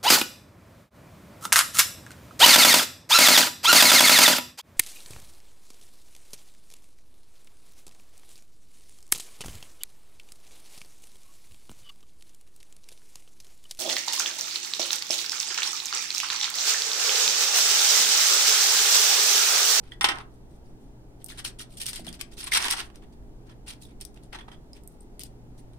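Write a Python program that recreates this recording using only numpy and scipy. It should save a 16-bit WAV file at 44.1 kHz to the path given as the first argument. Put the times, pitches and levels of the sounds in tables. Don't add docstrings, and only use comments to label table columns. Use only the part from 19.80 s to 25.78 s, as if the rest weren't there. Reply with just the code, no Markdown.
import sys
import numpy as np
from scipy import signal
from scipy.io import wavfile
from scipy.ndimage import uniform_filter1d

SR = 44100
rng = np.random.default_rng(int(sys.argv[2]) if len(sys.argv) > 2 else 0)


def store_pcm(level_fs):
    pcm = np.round(np.clip(level_fs, -1, 1) * 32767).astype(np.int16)
    wavfile.write(sys.argv[1], SR, np.atleast_2d(pcm).T)


def linear_from_db(decibels):
    return 10 ** (np.asarray(decibels, float) / 20)


N = 263718

# start in seconds, stroke length in seconds, level in dB before the
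# stroke's envelope, spectral tilt in dB per octave.
CHIP_SLIDES = [(0.023, 0.078, -57.5, -4.5), (0.108, 0.038, -52, -4), (0.3, 0.03, -30, -7.5),
               (0.333, 0.05, -40, -8.5), (0.385, 0.04, -43.5, -8), (0.499, 0.09, -73.5, 5),
               (0.686, 0.09, -69.5, 4.5), (0.834, 0.09, -73, 3), (0.991, 0.12, -74, 5),
               (1.396, 0.04, -63.5, 0), (1.451, 0.032, -61, 7), (1.483, 0.05, -43, 0),
               (1.536, 0.041, -58, 0), (1.57, 0.045, -42.5, -1), (1.641, 0.045, -32.5, 1.5),
               (1.784, 0.045, -39.5, 2.5), (1.89, 0.078, -58.5, 3.5), (1.967, 0.03, -44.5, 5.5),
               (1.996, 0.041, -33.5, 3), (2.052, 0.068, -36, 3.5), (2.115, 0.09, -43, 1.5),
               (2.241, 0.025, -51, 0.5), (2.263, 0.04, -44.5, -2), (2.331, 0.03, -45, 0.5),
               (2.39, 0.03, -44, -1), (2.505, 0.045, -53.5, 0.5), (2.566, 0.062, -40, 1.5),
               (2.623, 0.035, -40, -1), (2.659, 0.027, -35, -0.5), (2.713, 0.043, -24, 0.3),
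               (2.745, 0.045, -20.5, -2), (2.798, 0.085, -28, -1.8), (2.891, 0.05, -25, -0.5),
               (2.958, 0.06, -32, -3), (3.023, 0.064, -57, 0.5), (3.139, 0.048, -60.5, -4),
               (3.215, 0.034, -58.5, -5.5), (3.318, 0.03, -67, 0.2), (3.651, 0.05, -65.5, -3),
               (3.689, 0.04, -54.5, -5), (3.86, 0.07, -41.5, 0.2), (4.003, 0.065, -53, 6.5),
               (4.081, 0.045, -61.5, -4), (4.201, 0.03, -46.5, 2.5), (4.355, 0.027, -56, -3),
               (4.423, 0.04, -64, 3), (4.522, 0.05, -41, -6), (4.577, 0.05, -50, -6.5),
               (4.678, 0.016, -47, -7.5), (4.708, 0.038, -51.5, -5), (4.939, 0.054, -59, -1),
               (5.085, 0.076, -70, 11.5), (5.208, 0.031, -67, 11), (5.399, 0.03, -44.5, 4.5),
               (5.431, 0.045, -55.5, 4), (5.773, 0.044, -60.5, 5), (5.931, 0.054, -71.5, -1.5)]
# start in seconds, level in dB, spectral tilt in dB per octave.
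CHIP_SNAPS = [(0.12, -51.5, -2), (0.3856, -35.5, -6), (1.4435, -33.5, 23.5), (1.462, -39.5, 19),
              (1.4852, -43, 22), (2.004, -38.5, 4.5), (2.0585, -33.5, 4), (2.0648, -25, 7.5),
              (2.092, -36, 13), (2.132, -33, 3), (2.159, -35, 9), (2.2674, -38, 1.5), (2.2893, -40, 7),
              (2.3279, -41, 3), (2.412, -28, 3.5), (2.587, -44.5, 14.5), (2.5962, -42, 2),
              (2.7511, -23, -1.5), (2.803, -28.5, -3), (2.818, -33.5, 0), (2.85, -35, -8),
              (2.863, -31.5, -7), (2.883, -22.5, -1.5), (2.91, -20, 14), (2.9378, -32, -5),
              (3.003, -35, 1.5), (3.101, -54, -5), (3.158, -47.5, 3), (4.2115, -37.5, 6), (4.251, -41, 11),
              (4.344, -54, 9.5), (4.4351, -58, 10.5), (4.5297, -39.5, -4.5), (4.5488, -49, -4),
              (4.5879, -46, -5.5), (4.6837, -46, -9.5), (4.7179, -51, -3.5), (4.9324, -51, 7.5),
              (5.0359, -54.5, 16), (5.0755, -41.5, 24), (5.2094, -60, 10.5), (5.3943, -35.5, 9),
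              (5.4349, -35, 12), (5.934, -60.5, -1)]
# start in seconds, level in dB, centre pitch in Hz.
CHIP_CLACKS = [(0.118, -32.5, 3220), (.12, -37, 1860), (0.23, -15, 9230), (1.794, -31, 3080),
               (2.279, -26, 3270), (2.64, -21, 9600), (2.72, -14, 2100), (2.746, -17, 3970),
               (2.748, -11, 8200), (2.75, -17, 5860), (2.76, -26, 1180), (2.779, -23, 3660),
               (4.032, -45, 3900), (4.051, -41.5, 3570), (4.547, -37, 1750), (4.587, -34, 3360),
               (4.592, -42, 2000), (4.609, -38.5, 3290), (4.681, -43, 1250), (4.715, -41.5, 3230),
               (4.744, -49, 3300), (4.932, -36, 5050), (4.965, -47.5, 2640), (5.206, -38, 8460)]
# frequency in Hz, left over right in dB.
CLACK_BALANCE = [(1200, 4), (1900, 8), (3250, -9.5), (4500, -2.5), (9000, 6.5)]
# frequency in Hz, relative density in dB per Hz.
FOIL_SPECTRUM = [(150, -26.5), (330, -11), (530, -18.5), (780, -7), (1500, -4.5), (2000, -3.5), (3300, -1),
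                 (5600, -5.5), (7050, -12.5), (8000, -6.5), (9500, -1.5), (10700, -22), (12000, -13),
                 (15300, -23), (16300, -40)]
# start in seconds, ring level in dB, crack level in dB,
# tilt of the ring in dB per octave, left over right in dB.
TABLE_KNOCKS = [(0.21, -21.5, -24, 4.5, -0.5), (0.243, -19, -13, 4, -1), (0.2874, -21.5, -21, 3, -2.5)]
# nominal frequency in Hz, level in dB before tilt, t60 in seconds.
KNOCK_MODES = [(807, -8, 0.16), (1022, -8, 0.14), (1295, -10, 0.24), (1462, -7.5, 0.12), (1870, 2, 0.035),
               (2092, -10, 0.16), (2316, -9, 0.072), (2700, -13.5, 0.24), (3080, -7.5, 0.12),
               (3570, -4.5, 0.02), (3570, -7.5, 0.065), (4970, -13.5, 0.035), (5530, -8, 0.038),
               (5800, -20, 0.046), (7820, -19, 0.028), (8330, -12, 0.017)]
# start in seconds, slap level in dB, slap pitch in Hz,
# boom level in dB before its division among modes, middle boom pitch in Hz.
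SAUCE_THUDS = [(2.195, -27.5, 663, -39.5, 232.4), (2.272, -28.5, 680, -38, 243.5)]
# frequency in Hz, t60 in seconds.
KITCHEN_DECAY = [(300, 0.38), (1000, 0.33), (3000, 0.17), (8000, 0.15), (15000, 0.059)]
# frequency in Hz, relative density in dB per Hz.
ROOM_SPECTRUM = [(15, -2), (46, -4), (68, -9.5), (90, -21.5), (135, -11.5), (165, -15.5), (220, -14),
                 (350, -16), (500, -24.5), (855, -26), (1050, -35), (2600, -44.5), (9000, -48.5),
                 (15100, -54), (16300, -62)]
# frequency in Hz, left-right correlation.
PORT_LIKENESS = [(60, 0.82), (180, 0.97), (550, 0.53), (1650, -0.35), (4970, -0.58), (15000, -0.35)]
# frequency in Hz, rms level in dB, bandwidth of the wander in Hz.
HUM_TONES = [(33.7, -60.5, 6.1), (59.2, -61, 4.4), (119.9, -57.5, 0.77), (259, -71.5, 9.4),
             (412.2, -68.5, 3.4)]

ROOM_RMS_DB, KITCHEN_DB = -47.5, -9.5
BEND_PER_TILT = -0.15
SLIDE_BEND_DB, SNAP_BEND_DB = -0.88, -0.5
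SLIDE_SPREAD_DB, SNAP_SPREAD_DB = 1, 6.5
SNAP_T60, TILT_PER_HALVING = 0.027, 29.5
CLACK_T60, CLACK_DAMPING = 0.03, 0.45
CRACKLE_PER_S, CRACKLE_DB, CRACKLE_TILT_DB = 24, -3, 5
GRIT_DB, GRIT_LOW_HZ, GRIT_OCTAVES = 3.0, 1101.6, 3.0


def slide(length, db, tilt_db, bend_db):
    length = max(length, .005)
    progress = np.arange(round(1.5 * length * SR)) / (length * SR)
    size = len(progress)
    stroke = np.minimum(progress / 0.27, 1) * linear_from_db(-35 * np.maximum(progress - .7, 0))
    smoothed = signal.lfilter([1], [1, -np.exp(-1 / (.004 * SR))], rng.standard_normal(size + 800))
    judder_db = 3 * evened(smoothed[800:])
    hiss = 0.92 * both_ports(rng.standard_normal((3, size)), 0.84)
    rub = hiss + slips(size, 3200, 1.2, 0.0012)
    return linear_from_db(db) * foil_colour(evened(rub * linear_from_db(judder_db)) * stroke, tilt_db, bend_db)


def slips(size, per_s, spread_db, ring_s):
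    draws = rng.random((int(size * per_s / SR) + 1, 6))
    when, pitch, weight, phase, lag, life = draws.T[:, :, None]
    hz = 300 + 15700 * pitch ** 1.5
    t = np.arange(300) / SR
    age = t / (ring_s * 8 ** (life - 1))
    strength = linear_from_db(-spread_db * np.log(weight + .03)) * np.sqrt(hz / 4000)
    envelope = strength * age * np.exp(-age)
    out = np.zeros((2, size + 300))
    places = (when * size).astype(int) + np.arange(300)
    for port in range(2):
        grains = envelope * np.sin(2 * np.pi * (hz * t + phase + port * lag))
        np.add.at(out[port], places, grains)
    return evened(out[:, :size])


def foil_colour(x, tilt_db, bend_db):
    hz = np.abs(np.fft.fftfreq(1024, 1 / SR))
    octave = np.clip(np.log2(hz / 4000 + 1e-9), -2.3, 1.9)
    gain_db = read(FOIL_SPECTRUM, hz) + tilt_db * octave + bend_db * np.minimum(octave ** 2, 3.2)
    log_gain = np.log(linear_from_db(np.maximum(gain_db, -100)))
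    taps = np.fft.ifft(np.exp(np.conj(signal.hilbert(log_gain)))).real[:512]
    return signal.fftconvolve(x, taps[None] / np.linalg.norm(taps), axes=1)


def both_ports(x, unlike):
    shared, left, right = x
    unlike = np.clip(unlike, 0, 1)
    common = np.array([shared, np.roll(shared, 7)])
    return np.sqrt(1 - unlike ** 2) * common + unlike * np.array([left, right])


def crackle(length, db, tilt_db):
    out = np.zeros((2, round((length + .3) * SR)))
    chances = rng.random((8, 7))
    for use, when, size, colour, side, later, pitch in chances:
        happens = use < CRACKLE_PER_S * length / len(chances)
        size_db = db + 4.0 * np.log(size + .05)
        tilt = tilt_db + CRACKLE_TILT_DB * (2 * colour - .5)
        crack = snap(size_db + CRACKLE_DB, tilt, SNAP_BEND_DB, snap_t60(tilt))
        add(out, (.25 + 0.76 * when) * length, crack * happens, 2 * SNAP_SPREAD_DB * (2 * side - 1))
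        hz = GRIT_LOW_HZ * 2 ** (GRIT_OCTAVES * pitch)
        piece = clack(size_db + GRIT_DB + .4 * tilt_db * np.log2(hz / 4000), hz)
        add(out, (0.14 + .7 * later) * length, piece * happens, read(CLACK_BALANCE, hz))
    return out


def snap(db, tilt_db, bend_db, t60):
    t = np.arange(round(.08 * SR)) / SR
    shiver = linear_from_db(-60 * t / max(t60, .003)) * rng.standard_normal((3, len(t)))
    shiver[:, :12] += 2.0 * rng.choice([-1, 1], (3, 12))
    return linear_from_db(db) * foil_colour(both_ports(shiver, 0.83), tilt_db, bend_db)


def snap_t60(tilt_db):
    return SNAP_T60 * 2 ** (-tilt_db / TILT_PER_HALVING)


def clack(db, hz):
    t60 = CLACK_T60 * (hz / 2000) ** -CLACK_DAMPING
    shifts = [-.1, -.03, .03, .09] + .025 * rng.standard_normal(4)
    shifts = shifts * np.sqrt(1500 / hz)
    levels_db = (-7, -2, -3, -5)
    return sum(ring(db + mode_db, hz * (1 + k), t60, rise=.0015) for k, mode_db in zip(shifts, levels_db))


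def ring(db, hz, t60, rise=0.0016):
    t = np.arange(round(min(1.2 * t60, .3) * SR)) / SR
    lag = np.array([[0], [rng.uniform(-1.4, 1) * np.clip(hz / 800, 0, np.pi)]])
    envelope = linear_from_db(db - 60 * t / t60) * (1 - np.exp(-t / rise))
    return envelope * np.sin(2 * np.pi * hz * t + lag)


def knock(ring_db, crack_db, tilt_db):
    out = np.zeros((2, round(.3 * SR)))
    for hz, db, t60 in KNOCK_MODES:
        mode_db = ring_db + db + tilt_db * np.log2(hz / 2000)
        detuned_hz = hz * (1 + .007 * rng.standard_normal())
        add(out, 0, ring(mode_db, detuned_hz, t60, rise=.0007), 0)
    add(out, 0, snap(crack_db, tilt_db - 7, -0.49, 0.076), 0)
    return out


def thud(slap_db, slap_hz, boom_db, boom_hz):
    out = sum(ring(boom_db - 3.5, boom_hz * k, 0.25, rise=.008) for k in (.72, 1, 1.38))
    add(out, 0, ring(slap_db, slap_hz, 0.016), 0)
    return out


def kitchen(x):
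    taps = np.zeros((2, SR // 2))
    slots = np.arange(60, SR // 2 - 20, 20)
    at = slots + rng.integers(0, 20, (2, len(slots)))
    np.put_along_axis(taps, at, rng.choice([-1., 1.], at.shape), 1)
    hz, t, z = signal.stft(taps, SR, nperseg=256)
    decay = linear_from_db(-60 * t / read(KITCHEN_DECAY, hz)[:, None])
    tail = signal.istft(z * decay, SR, nperseg=256)[1]
    return signal.fftconvolve(x, tail / np.linalg.norm(tail[0]), axes=1)[:, :N]


def room_tone():
    frames, hz = N // 1024 + 5, np.fft.rfftfreq(4096, 1 / SR)
    a, b, c, d, patches = rng.standard_normal((frames, 2049, 5)).T
    patches = uniform_filter1d(patches, size=8, axis=0)
    patches = evened(uniform_filter1d(patches, size=5, axis=1))
    same = np.clip(read(PORT_LIKENESS, hz), -1, 1)[:, None]
    left, other = a + 1j * b, c + 1j * d
    z = np.array([left, same * left + np.sqrt(1 - same ** 2) * other])
    z *= linear_from_db(read(ROOM_SPECTRUM, hz)[:, None] + .8 * patches)
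    tone = signal.istft(z, nperseg=4096, noverlap=3072)[1][:, :N]
    return linear_from_db(ROOM_RMS_DB) * evened(tone)


def hum():
    t, out = np.arange(N) / SR, np.zeros(N)
    for hz, db, width in HUM_TONES:
        r = np.exp(-np.pi * width / SR)
        noise = rng.standard_normal((N, 2)) @ [1, 1j]
        wander = signal.lfilter([1], [1, -r], noise) * np.sqrt((1 - r ** 2) / 2)
        tone = ((1.9 + wander) * np.exp(2j * np.pi * hz * t)).real
        out += linear_from_db(db) * evened(tone)
    return out


def evened(x):
    return x / np.sqrt(np.mean(x ** 2) + 1e-20)


def read(points, hz):
    f, value = np.transpose(points)
    return np.interp(np.log(hz + 1), np.log(f + 1), value)


def add(mix, s, sound, pan_db):
    part = mix[:, round(s * SR):][:, :sound.shape[1]]
    part += (sound * linear_from_db([[pan_db / 2], [-pan_db / 2]]))[:, :part.shape[1]]


def scene():
    near = np.zeros((2, N))
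    for s, length, db, tilt_db in CHIP_SLIDES:
        scrape = slide(length, db, tilt_db, SLIDE_BEND_DB + BEND_PER_TILT * tilt_db)
        add(near, s, scrape, SLIDE_SPREAD_DB * rng.standard_normal())
        add(near, s, crackle(length, db, tilt_db), 0)
    for s, db, tilt_db in CHIP_SNAPS:
        crack = snap(db, tilt_db, SNAP_BEND_DB + BEND_PER_TILT * tilt_db, snap_t60(tilt_db))
        add(near, s, crack, SNAP_SPREAD_DB * rng.standard_normal())
    for s, db, hz in CHIP_CLACKS:
        add(near, s, clack(db, hz), read(CLACK_BALANCE, hz))
    for s, ring_db, crack_db, tilt_db, pan_db in TABLE_KNOCKS:
        add(near, s, knock(ring_db, crack_db, tilt_db), pan_db)
    for s, *row in SAUCE_THUDS:
        add(near, s, thud(*row), 0)
    return near + linear_from_db(KITCHEN_DB) * kitchen(near) + room_tone() + hum()


def low_pass(x):
    return signal.sosfilt(signal.butter(12, 16820, fs=SR, output="sos"), x)


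def record(dry):
    return low_pass(dry)


dry = scene()
out = record(dry)
store_pcm(out)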